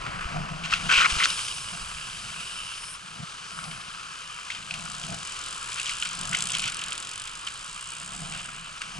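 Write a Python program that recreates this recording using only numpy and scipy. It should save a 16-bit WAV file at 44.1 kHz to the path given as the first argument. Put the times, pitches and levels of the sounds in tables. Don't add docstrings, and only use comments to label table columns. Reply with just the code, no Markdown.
import sys
import numpy as np
from scipy import signal
from scipy.fft import rfft, irfft, next_fast_len
from scipy.io import wavfile
from scipy.ndimage import uniform_filter1d

SR = 44100
rng = np.random.default_rng(int(sys.argv[2]) if len(sys.argv) > 2 else 0)


def elevation(decibels):
    levels = np.asarray(decibels, float)
    return 10 ** (levels / 20)


def unload_wav(signal):
    wavfile.write(
        sys.argv[1],
        SR,
        np.round(np.clip(np.atleast_2d(signal).T, -1, 1) * 32767).astype(np.int16),
    )


N = 396459
SIZE = next_fast_len(N + SR // 2)
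HZ = np.arange(SIZE // 2 + 1) * SR / SIZE + 1e-3
TIME = np.arange(N) / SR

# frequency in Hz, density in dB per Hz.
SPRAY_DB = [(2240, -19), (3800, 0), (4460, -5), (5070, 1), (5650, -5.5), (6060, -1), (6830, -3),
            (8570, -3.5), (9630, -7.5), (10500, -10.5), (11000, -16), (14300, -55), (22000, -120)]
# frequency in Hz, density in dB per Hz.
SCRAPE_DB = [(180, -33), (300, -20), (698, -23.5), (764, -21), (1020, -13.5), (1100, 1), (1180, -6),
             (1480, 6), (1670, -6), (2510, 0.5), (3010, -2), (3720, -10.5), (5580, -17), (8020, -23),
             (11000, -42), (14300, -71), (22000, -120)]


def columns(table):
    s, *values = np.transpose(table)
    return [np.interp(TIME, s, v) for v in values]


def over_hz(points):
    hz, value = np.transpose(points)
    return np.interp(np.log(HZ), np.log(np.maximum(hz, 20)), value)


def unit(x):
    return x / np.sqrt(np.mean(x ** 2))


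def filtered(x, response):
    return irfft(rfft(x, SIZE) * response, SIZE)[..., :N]


def modes(table):
    response = 0
    for k, (hz, width_hz, db) in enumerate(table):
        damping = 1j * HZ * width_hz
        response = response + (-1) ** k * elevation(db) * damping / (hz * hz - HZ ** 2 + damping)
    return response


def walk(rate_hz, slews):
    k = int(SR / rate_hz)
    x = np.repeat(rng.standard_normal(N // k + 1), k)[:N]
    for _ in range(slews):
        x = uniform_filter1d(x, k)
    return unit(x)


def patchy(db):
    gain = elevation(db)
    return gain / np.sqrt(uniform_filter1d(gain ** 2, SR // 12))


def air():
    return rng.standard_normal((3, N))


def gated(tables):
    on = sum((TIME >= t[0][0]) & (TIME < t[-1][0]) for t in tables)
    rows = sum(map(list, tables), [])
    return uniform_filter1d(np.minimum(on, 1.), SR // 25), columns(rows)


def rubbing(hz, width_hz):
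    envelope = unit(filtered(air(), np.exp(-(2 * HZ / width_hz) ** 2)))
    return envelope * np.sin(2 * np.pi * np.cumsum(hz) / SR)


def crunch(clump_db, bump_db, crack_db):
    sizes_db = 2.0 * np.minimum(rng.exponential(size=N), 4)
    cracks = unit((rng.random(N) < 900 / SR) * elevation(sizes_db))
    ground_db = clump_db * walk(240, slews=1) + bump_db * walk(24, slews=2)
    return ground_db, 1 + elevation(crack_db) * cracks


def tyres():
    # frequency in Hz, density in dB per Hz.
    tread_colour = [(130, -40.5), (220, -15.5), (464, -14.5), (683, -16), (825, -13), (1050, -1.5),
                    (1150, -0.5), (1330, 2), (1810, -9.5), (2100, -8.5), (2730, -5.5), (4620, -120)]
    # frequency in Hz, density in dB per Hz.
    grit_colour = [(1000, -18), (1700, 2.5), (1830, -22.5), (2330, 1), (2470, 4.5), (2710, 3), (2950, 8.5),
                   (3340, 1), (3800, -6.5), (4600, -1.5), (5980, -12), (10100, -120)]
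    # time in seconds, tread level in dB, looseness of the soil in dB.
    rolling = [(0, -38, -11.5), (.5, -41, -11), (.68, -45.5, -2.5), (.82, -39.5, -1.5), (1.1, -35.5, -1),
               (1.4, -42, 5.5), (1.68, -44.5, 0.5), (2.75, -46, 2), (2.95, -48, -1), (3.45, -46.5, -2),
               (4.7, -46, -1), (5.76, -43.5, 0.5), (6.3, -42, -2), (6.85, -42, -3.5), (7.25, -46.5, -2),
               (8.4, -46, -0.5), (8.62, -47, -4), (8.99, -47.5, 1)]
    ground_db, cracks = crunch(clump_db=1.4, bump_db=1.0, crack_db=-11)
    tread_db, loose_db = columns(rolling)
    grit_db = tread_db + 1.5 + 0.588 * loose_db
    spray_db = tread_db + loose_db
    layers = (tread_colour, tread_db, .9), (grit_colour, grit_db, 1.1), (SPRAY_DB, spray_db, .45)
    out = 0
    for colour, db, ground_share in layers:
        force = air() * cracks * patchy(ground_share * ground_db + .7 * walk(8, slews=2))
        out = out + elevation(db) * unit(filtered(force, elevation(over_hz(colour))))
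    return out


def skids():
    # start in seconds, length in seconds, scrape level in dB, brightness in dB per octave.
    slides = [(0.636, 0.03, -32, 1.5), (0.666, 0.045, -36, 1), (0.708, 0.022, -31, 6.5),
              (0.723, 0.0244, -24, -0.5), (0.893, 0.037, -23.5, -1.5), (0.915, 0.0348, -20, 3),
              (0.957, 0.02, -21.5, 2), (0.976, 0.0388, -18, 1.5), (1.018, 0.0254, -22.5, 0),
              (1.045, 0.0216, -24, -6.5), (1.096, 0.0308, -29, 7.5), (1.131, 0.069, -39, 13),
              (1.186, 0.0484, -26.5, 1.5), (1.236, 0.0237, -22.5, 8.5), (1.256, 0.068, -35.5, 3),
              (5.776, 0.0414, -34.5, 5), (5.852, 0.0676, -34.5, 8), (6.025, 0.0137, -33, 3),
              (6.052, 0.0154, -37, 0), (6.324, 0.0294, -30.5, -2.5), (6.535, 0.043, -33.5, 8),
              (6.623, 0.0773, -32.5, 7), (7.468, 0.018, -34, 2), (8.318, 0.0914, -39.5, 3)]
    edge_s = 0.0045
    _, cracks = crunch(clump_db=0, bump_db=0, crack_db=-18)
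    slips = [patchy(np.clip(5 * walk(rate, slews=1), -14, 2)) for rate in (200, 380)]
    case = elevation(over_hz(SCRAPE_DB))
    carcass, scrape = (unit(filtered(air() * cracks * slip, case)) for slip in slips)
    dull = 1 / (1 + (HZ / 1900) ** 6)
    high = filtered(scrape, 1 / (1 + (4200 / HZ) ** 6))
    power = 0
    for s, length_s, db, tilt_db in slides:
        on = np.clip(np.minimum(TIME - s, s + length_s - TIME) / edge_s + .5, 0, 1)
        power = power + on * elevation(2 * (db + tilt_db * np.array([[-1], [0], [1.2]])))
    gain = np.sqrt(power)
    middle = filtered(scrape, 1 - dull) - high
    return gain[0] * filtered(carcass, dull) + gain[1] * middle + gain[2] * high


def bites():
    # peak time in seconds, peak level in dB, ring frequency in Hz.
    snaps = [(0.8978, -18, 2470), (0.9019, -17, 1425), (0.9104, -17.5, 1510), (0.9149, -14, 1520),
             (0.9194, -16, 1394), (0.9224, -20.5, 2560), (0.9252, -18.5, 2690), (0.9289, -15, 2470),
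             (0.934, -13, 2430), (0.9372, -14.5, 2920), (0.9414, -18.5, 2650), (0.9454, -19, 2480),
             (0.951, -14.5, 2630), (0.9549, -12.5, 2520), (0.9602, -13, 2490), (0.964, -16.5, 3010),
             (0.9702, -14, 2500), (0.9778, -20, 1157), (0.9822, -15.5, 2250), (0.9882, -17, 2630),
             (0.9957, -13.5, 3130), (1.001, -14, 2460), (1.0043, -12.5, 1460), (1.0094, -13.5, 1387),
             (1.0129, -19.5, 2680), (1.0183, -14, 1292), (1.02, -18.5, 1490), (1.024, -20.5, 1920),
             (1.03, -21, 1740), (1.032, -17, 1350), (1.0345, -21, 2440), (1.048, -14.5, 2345),
             (1.0511, -14.5, 2090), (1.0544, -13, 1390), (1.0589, -12.5, 2220), (1.0643, -20, 2330),
             (1.2032, -17.5, 1994), (1.2067, -21.5, 1244), (1.2106, -22, 2130), (1.221, -22.5, 2270),
             (1.2252, -18, 2090), (1.2286, -22, 1980), (1.2364, -16, 3165), (1.2422, -19, 4000),
             (1.2454, -23, 3830), (1.2478, -23, 4890), (1.2503, -17.5, 4450), (1.2566, -13.5, 1428),
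             (1.2624, -20.5, 1390), (5.799, -22.5, 2655), (5.8677, -27, 3280), (5.8724, -27, 3030),
             (5.8962, -27, 2120), (5.9195, -29, 3010)]
    rise_s, fall_s = .0007, .0014
    t = np.arange(-128, 512) / SR
    shape = np.where(t < 0, np.exp(-(t / rise_s) ** 2), np.exp(-(t / fall_s) ** 1.06))
    ring, grit = np.zeros((2, N))
    for (s, db, hz), turn in zip(snaps, rng.random(len(snaps))):
        at = slice(int(s * SR) - 128, int(s * SR) + 512)
        ring[at] += elevation(db) * shape * np.cos(2 * np.pi * (hz * t + turn))
        grit[at] += elevation(db) * shape
    soft = elevation(over_hz(SPRAY_DB)) / (1 + (HZ / 6500) ** 4)
    knobs = filtered(ring, 1 / (1 + (1000 / HZ) ** 8))
    return knobs + elevation(-14) * filtered(grit * air(), unit(soft))


def disc_hum():
    # time in seconds, level in dB, disc resonance in Hz.
    hums = [
        [(1.75, -56, 2900), (1.95, -46.5, 2950), (2.25, -51.5, 2900), (2.39, -44.5, 2680), (2.55, -46, 2850),
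         (2.7, -40, 2880), (2.8, -55, 2950)],
        [(7.7, -62.5, 2950), (7.85, -45.5, 2950), (7.95, -52, 3000)],
    ]
    on, (db, hz) = gated(hums)
    return on * elevation(db + 2.0 * walk(39.95, slews=2)) * rubbing(hz, 620)


def freewheel():
    # frequency in Hz, width in Hz, level in dB.
    hub = [(3275, 490, -0.5), (4360, 815, -4.5), (5056, 247, 1.5), (6236, 1010, -3.5), (7562, 852, 3.5),
           (9110, 1140, -3), (10270, 675, -5)]
    drops, sizes, near = teeth()
    pawl = np.zeros(N)
    pawl[drops] = sizes / near[drops]
    t = np.arange(2048) / SR
    fade = np.exp(-t / .0024) + .4 * np.exp(-t / .006)
    force = signal.fftconvolve(pawl, fade)[:N] * air() + 3.6 * pawl
    behind = np.interp(TIME, (7.58, 7.88), (0, 1))
    ticks = (1 - 0.247 * behind) * filtered(force, modes(hub))
    ticks = ticks + behind * filtered(force, modes([(8150, 426, 2.8)]))
    ticks = ticks / np.sqrt(np.mean(ticks[:, drops.min():drops.max()] ** 2))
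    return ticks * near * elevation(1.0)


def teeth():
    # time in seconds, ratchet teeth per second.
    wheel = [(3.9, 58.05), (4.609, 56.92), (4.627, 49.41), (4.88, 66.04), (5.24, 44.12), (5.5, 43),
             (5.55, 58), (5.675, 72.79), (5.903, 65.87), (6.195, 45.62), (6.51, 63.92), (6.608, 57.14),
             (6.703, 43.78), (6.986, 42.4), (7.907, 64.95), (7.964, 61.33), (8.315, 78.67), (8.615, 60.37),
             (8.9, 58.92)]
    # time in seconds, tick level in dB.
    hub_near = [(3.9, -58.5), (4.4, -50.5), (4.6, -60), (4.9, -45.5), (5.6, -43.5), (6.25, -39.5),
                (6.42, -37), (6.8, -40), (7.15, -41), (7.35, -45.5), (8.2, -45.5), (8.9, -56)]
    # time in seconds, peak level in dB.
    nearing = [(4.7902, -31.5), (4.8075, -30), (4.8383, -30.5), (4.8537, -28.5), (4.8697, -35.5),
               (4.9001, -28.5), (4.917, -25.5), (4.933, -32), (4.9489, -26.5), (4.9657, -32),
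               (4.9978, -26.5), (5.0318, -29.5), (5.0486, -29), (5.0666, -28.5), (5.1037, -27),
               (5.1239, -28), (5.144, -28), (5.165, -31.5), (5.187, -28), (5.2089, -34.5), (5.2298, -28),
               (5.2512, -25.5), (5.2729, -24.5), (5.2956, -28.5), (5.3206, -24.5), (5.3433, -30),
               (5.3658, -28.5), (5.3898, -26), (5.4135, -28), (5.4382, -24.5), (5.4613, -24.5),
               (5.4842, -25.5), (5.5075, -25), (5.5269, -26.5), (5.545, -25), (5.5615, -27), (5.5788, -28),
               (5.595, -32), (5.612, -29), (5.6274, -26), (5.6592, -27), (5.6738, -30), (5.6876, -25),
               (5.7158, -25), (5.7711, -25.5), (5.7994, -20.5), (5.8301, -23), (5.8589, -24), (5.8934, -23),
               (5.9349, -25.5), (5.9523, -26), (5.9678, -24), (5.9836, -26), (5.9999, -24)]
    # time in seconds, peak level in dB.
    passing = [(6.0162, -24.5), (6.0325, -22), (6.051, -21.5), (6.0894, -23.5), (6.111, -25.5),
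               (6.1307, -25), (6.1503, -22), (6.171, -26.5), (6.19, -22), (6.2115, -20), (6.2326, -23),
               (6.253, -21.5), (6.2734, -23), (6.2923, -21.5), (6.3123, -23.5), (6.3315, -20.5),
               (6.35, -20), (6.3697, -20), (6.387, -19), (6.406, -17), (6.4226, -14.5), (6.455, -17),
               (6.4708, -17.5), (6.4876, -20.5), (6.5033, -18), (6.5186, -16.5), (6.5339, -19.5),
               (6.5499, -19.5), (6.5691, -20.5), (6.584, -18.5), (6.602, -20), (6.619, -20.5),
               (6.637, -22.5), (6.6564, -23), (6.6774, -19), (6.6982, -22), (6.7208, -23.5),
               (6.7443, -21.5), (6.769, -22), (6.7908, -24), (6.8141, -25), (6.8383, -21.5),
               (6.8615, -27.5), (6.8828, -22.5), (6.9054, -23.5), (6.9293, -21), (6.9522, -24),
               (6.9775, -20), (7.0012, -24), (7.0253, -22.5), (7.049, -25.5), (7.071, -25.5), (7.0917, -23),
               (7.113, -25), (7.1347, -24.5), (7.1568, -24.5), (7.178, -26), (7.1978, -24), (7.2183, -25),
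               (7.2392, -26.5)]
    tooth_over_mean_db = 16.5
    coasting = (TIME > wheel[0][0]) & (TIME < wheel[-1][0])
    count = .34 + np.cumsum(coasting * columns(wheel)[0]) / SR
    near_db = columns(hub_near)[0]
    s, db = np.transpose(list(nearing) + list(passing))
    heard = (s * SR).astype(int)
    free = np.flatnonzero(np.diff(np.floor(count)) > 0)
    free = free[(free < heard[0] - SR // 100) | (free > heard[-1] + SR // 100)]
    missed = []
    for a, b in zip(heard, heard[1:]):
        steps = max(round(count[b] - count[a]), 1)
        missed.append(np.linspace(a, b, steps, endpoint=False)[1:])
    others = np.concatenate([free] + missed).astype(int)
    sizes_db = near_db[others] + 1.49 * rng.standard_normal(len(others))
    return np.r_[heard, others], elevation(np.r_[db - tooth_over_mean_db, sizes_db]), elevation(near_db)


def knocks():
    # time in seconds, peak level in dB, treble in dB.
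    frame = [(.0649, -23, -21), (.209, -24, -12.5), (.7262, -13.5, -26), (3.5885, -25.5, -10.5),
             (4.8594, -28, -18), (2.718, -30, -15), (5.144, -30.5, 2.5), (5.685, -30, -25),
             (5.76, -31, -25), (8.4876, -31, -12), (8.8185, -27, -21.5)]
    # time in seconds, peak level in dB, treble in dB.
    crank = [
        (1.0445, -17.5, -30.5),
        (4.5022, -19, -28),
        (6.0545, -23.5, -7),
        (6.329, -19.5, -22.5),
        (6.3475, -14.5, -21.5),
    ]
    # time in seconds, peak level in dB, treble in dB.
    rim = [(.6527, -25, -27), (.7361, -11, -29), (4.519, -29, -19), (4.7092, -21.5, -11.5),
           (4.7398, -23.5, -5), (4.795, -30, -12.5), (5.7967, -32.5, -7.5), (6.4964, -24.5, -5.5),
           (8.8168, -22, -7)]
    # time in seconds, peak level in dB, treble in dB.
    chain = [(1.3023, -20.5, 0), (1.3908, -23, -13.5), (1.482, -24, -9), (1.6856, -29, -6),
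             (2.098, -30.5, -12.5), (3.6401, -33.5, 2), (3.7118, -26.5, -23), (4.5483, -29, -9.5),
             (4.626, -34.5, -15.5), (5.037, -27.5, -11.5), (5.7199, -24, -16), (5.8661, -26.5, -8),
             (5.894, -28, -3), (6.0242, -19, -14), (6.3974, -28.5, -2), (6.4223, -29, 6),
             (6.55, -18.5, -12), (6.594, -21.5, -1.5), (6.6398, -20, -17), (6.6794, -27, -5.5),
             (6.744, -30, -10), (6.793, -26, -8), (6.8174, -27.5, -15.5), (6.8379, -28, -10),
             (6.9212, -21, -11.5), (7.2774, -29, -6), (7.4723, -22.5, -9.5)]
    split_hz = 1900
    t = np.arange(4096) / SR
    ring, dull, crisp, bright = np.zeros((4, N + len(t)))
    parts = (frame, 1380), (crank, 2200), (rim, 2658), (chain, 3066)
    for s, db, treble_db, hz in [(*row, hz) for rows, hz in parts for row in rows]:
        hz = hz * (1 + .03 * rng.standard_normal())
        at = slice(int(s * SR), int(s * SR) + len(t))
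        fade = elevation(db) * np.minimum(t / .0007, 1)
        ring[at] += fade * np.sin(2 * np.pi * hz * t) * np.exp(-t / .0016)
        crackle = dull if hz < split_hz else crisp
        crackle[at] += fade * (np.exp(-t / 0.0032) + 0.283 * np.exp(-t / 0.0398))
        bright[at] += fade * elevation(treble_db) * np.exp(-t / 0.0034)
    case = elevation(over_hz(SCRAPE_DB))
    light = case * np.sqrt(HZ) / (1 + (split_hz / HZ) ** 4)
    rattle = filtered(dull[:N] * air(), unit(case)) + filtered(crisp[:N] * air(), unit(light))
    snap = filtered(bright[:N] * air(), unit(elevation(over_hz(SPRAY_DB))))
    body = filtered(ring[:N], 1 / (1 + (950 / HZ) ** 8))
    return elevation(2) * body + elevation(-9) * rattle + elevation(-2) * snap


def brake():
    # time in seconds, level in dB, upper disc resonance in Hz.
    rubs = [
        [(1.08, -37.5, 8300), (1.3, -39, 8683), (1.7, -43.5, 8580), (1.85, -45.5, 8000), (2.3, -50, 8090),
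         (2.42, -45, 8150), (2.58, -46, 8600), (2.75, -45, 8850), (2.96, -45, 8900)],
        [(3.46, -57, 8480), (3.54, -50, 8480), (3.65, -47.5, 8420), (3.97, -56, 8400)],
    ]
    on, (db, high_hz) = gated(rubs)
    low_hz = .6 * high_hz
    out = elevation(-4) * rubbing(low_hz, 900) + elevation(-1) * rubbing(high_hz, 2300)
    out = out + elevation(-6) * rubbing(10301 + 0 * db, 1300)
    whistle = np.interp(TIME, (2.3, 2.45, 2.95, 3.0), (0, 1, 1, 0))
    for hz in low_hz, high_hz:
        out = out + whistle * elevation(-8 + 2.5 * walk(12, slews=2)) * rubbing(hz, 280)
    return on * elevation(db + 1.2 * walk(9, slews=2)) * out


def wind():
    # frequency in Hz, density in dB per Hz.
    buffeting = [(8.8, -30), (15, 11.5), (32, 1), (81, -5), (108, -2.5), (130, 0), (170, -40), (290, -120)]
    # frequency in Hz, width in Hz, level in dB.
    cavity = [(158.5, 56.9, 0.5), (114.04, 56.6, -5), (686.8, 250, -7), (391.3, 216, -10.5)]
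    # peak time in seconds, hum level in dB, rise and fall in seconds for each 10 dB.
    gusts = [(.06, -41.5, 0.046, 0.215), (.37, -31.5, 0.0536, 0.0815), (.55, -42, 0.089, 0.43),
             (.84, -40, 0.064, 0.0645), (1.18, -38.5, 0.047, 0.01), (1.74, -47.5, 0.073, 0.18),
             (2.27, -49.5, 0.163, 0.29), (3.22, -45, 0.117, 0.01), (3.68, -47, 0.187, 0.23),
             (4.8, -45, 0.17, 0.21), (5.13, -38.5, 0.11, 0.0589), (6.25, -42.5, 0.125, 0.3744),
             (6.66, -45.5, 0.089, 0.02), (8.25, -43, 0.19, 0.2758), (8.99, -45.5, 0.098, 0.04)]
    # time in seconds, buffeting level in dB.
    lull = [(0, -47), (1.2, -51.5), (2.1, -52.5), (3, -58.5), (4.4, -59.5), (5.6, -55), (8.99, -58.5)]
    # middle in seconds, peak level in dB, half length in seconds.
    puffs = [(.377, -24, 0.011), (.52, -32, 0.0112), (.87, -34, 0.0093), (1.74, -39, 0.0114),
             (3.205, -35, 0.0031), (3.235, -33, 0.0055), (3.69, -44, 0.013), (5.045, -38.5, 0.0144),
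             (5.125, -31, 0.0193), (6.31, -33.5, 0.0055), (6.67, -39, 0.0058), (8.22, -38.5, 0.0115)]
    # time in seconds, peak level in dB, push 1 or pull -1.
    slaps = [
        (0.249, -26, -1),
        (0.97, -32, -1),
        (1.119, -27, 1),
        (1.159, -29, -1),
        (1.815, -39, -1),
        (1.855, -39, 1),
        (1.945, -38, -1),
    ]
    breeze = elevation(columns(lull)[0])
    power = 0
    for s, db, rise_s, fall_s in gusts:
        power = power + elevation(db - 10 * np.maximum((s - TIME) / rise_s, (TIME - s) / fall_s)) ** 2
    gust = np.sqrt(power)
    eddies = air() * patchy(3.5 * walk(30, slews=2))
    hum = unit(filtered(eddies, sum(modes([m]) ** 2 for m in cavity)))
    pushes = air() * patchy(3.1 * walk(14, slews=2))
    buffet = unit(filtered(pushes, elevation(over_hz(buffeting))))
    out = np.hypot(gust, elevation(-4.5) * breeze) * hum + np.hypot(elevation(-6.5) * gust, breeze) * buffet
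    for s, db, half_s in puffs:
        lower = np.cos(2 * np.pi * cavity[0][0] * (TIME - s))
        upper = np.cos(2 * np.pi * cavity[2][0] * (TIME - s))
        out = out + elevation(db) * np.exp(-((TIME - s) / half_s) ** 2 / 2) * (lower + elevation(-19) * upper)
    for s, db, way in slaps:
        x = (TIME - s - .011) / .0042
        out = out + way * elevation(db) * (1 - 0.5 * x ** 2) * np.exp(-x ** 2 / 2)
    return out


def mottled(x):
    spectrum, out = rfft(x, SIZE), 0
    place = 2 * np.log2(np.clip(HZ, 700, 11200) / 700)
    for band in range(9):
        gain = elevation(1.0 * walk(7, slews=2))
        weight = np.maximum(1 - abs(place - band), 0)
        out = out + gain * irfft(spectrum * weight, SIZE)[:, :N]
    return out


def scene():
    # frequency in Hz, left lead in radians.
    lead_rad = [(20, .15), (90, .45), (130, .8), (220, .85), (350, 1.8), (800, 1.9), (1500, 1.5),
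                (2300, 1.2), (2700, .3), (2900, 1.3), (5000, .6), (11000, .4)]
    # frequency in Hz, left minus right in dB.
    balance_db = [(200, 0), (400, 1), (750, 2), (870, 0), (1050, 3), (1750, 1), (2400, 4.5), (2800, -4),
                  (3600, 3), (7000, 1), (11000, 2)]
    # frequency in Hz, level in dB.
    loose_db = [(30, -15), (200, -16), (330, -4), (680, -10), (870, -3), (1100, -14), (1500, -16),
                (1800, -9), (2300, -13), (2750, -1), (3100, -13), (5000, -10), (5600, -6), (6200, -9),
                (11000, -8)]
    # time in seconds, extra left minus right in dB.
    crossing = [(0, -0.17), (.75, 1.22), (1.75, -0.95), (2.5, -0.24), (4.5, 0.58), (6.2, -0.05),
                (7.3, -1.1), (8.2, -1.08), (8.99, 0)]
    sound = mottled(tyres() + brake() + disc_hum()) + skids() + bites() + knocks() + freewheel() + wind()
    side = np.array([[1], [-1]])
    lead = over_hz(lead_rad) / 2
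    loose = elevation(over_hz(loose_db))
    port = elevation(side * over_hz(balance_db) / 2) / np.sqrt(np.cos(lead) ** 2 + loose ** 2 / 2)
    shared = filtered(sound[0], port * np.exp(1j * side * lead))
    both = shared + filtered(sound[1:], port * loose)
    return both * elevation(side * columns(crossing)[0] / 2)


def band_limit(x):
    return signal.sosfilt(signal.butter(12, 12280, fs=SR, output="sos"), x)


def record(dry):
    ceiling = .68
    dry = ceiling * np.tanh(dry / ceiling)
    top = elevation(over_hz([(11000, 0), (11120, -24), (11500, -44), (12250, -56), (12400, -90)]))
    treble = filtered(dry, 1 / (1 + (8000 / HZ) ** 8))
    quick, slow = (uniform_filter1d(treble[0] ** 2, size) for size in (64, 2048))
    slow = 3 * slow + elevation(2 * -35)
    clicks = treble * np.clip(quick / slow - 1, 0, 1)
    leak_db = over_hz([(10900, -60), (11100, 0), (12270, -3), (12400, -60)]) - 4
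    leak = filtered(clicks, elevation(leak_db)) * elevation(np.array([[2], [-7]]))
    return band_limit(filtered(dry, top) + leak)


dry = scene()
out = record(dry)
unload_wav(out)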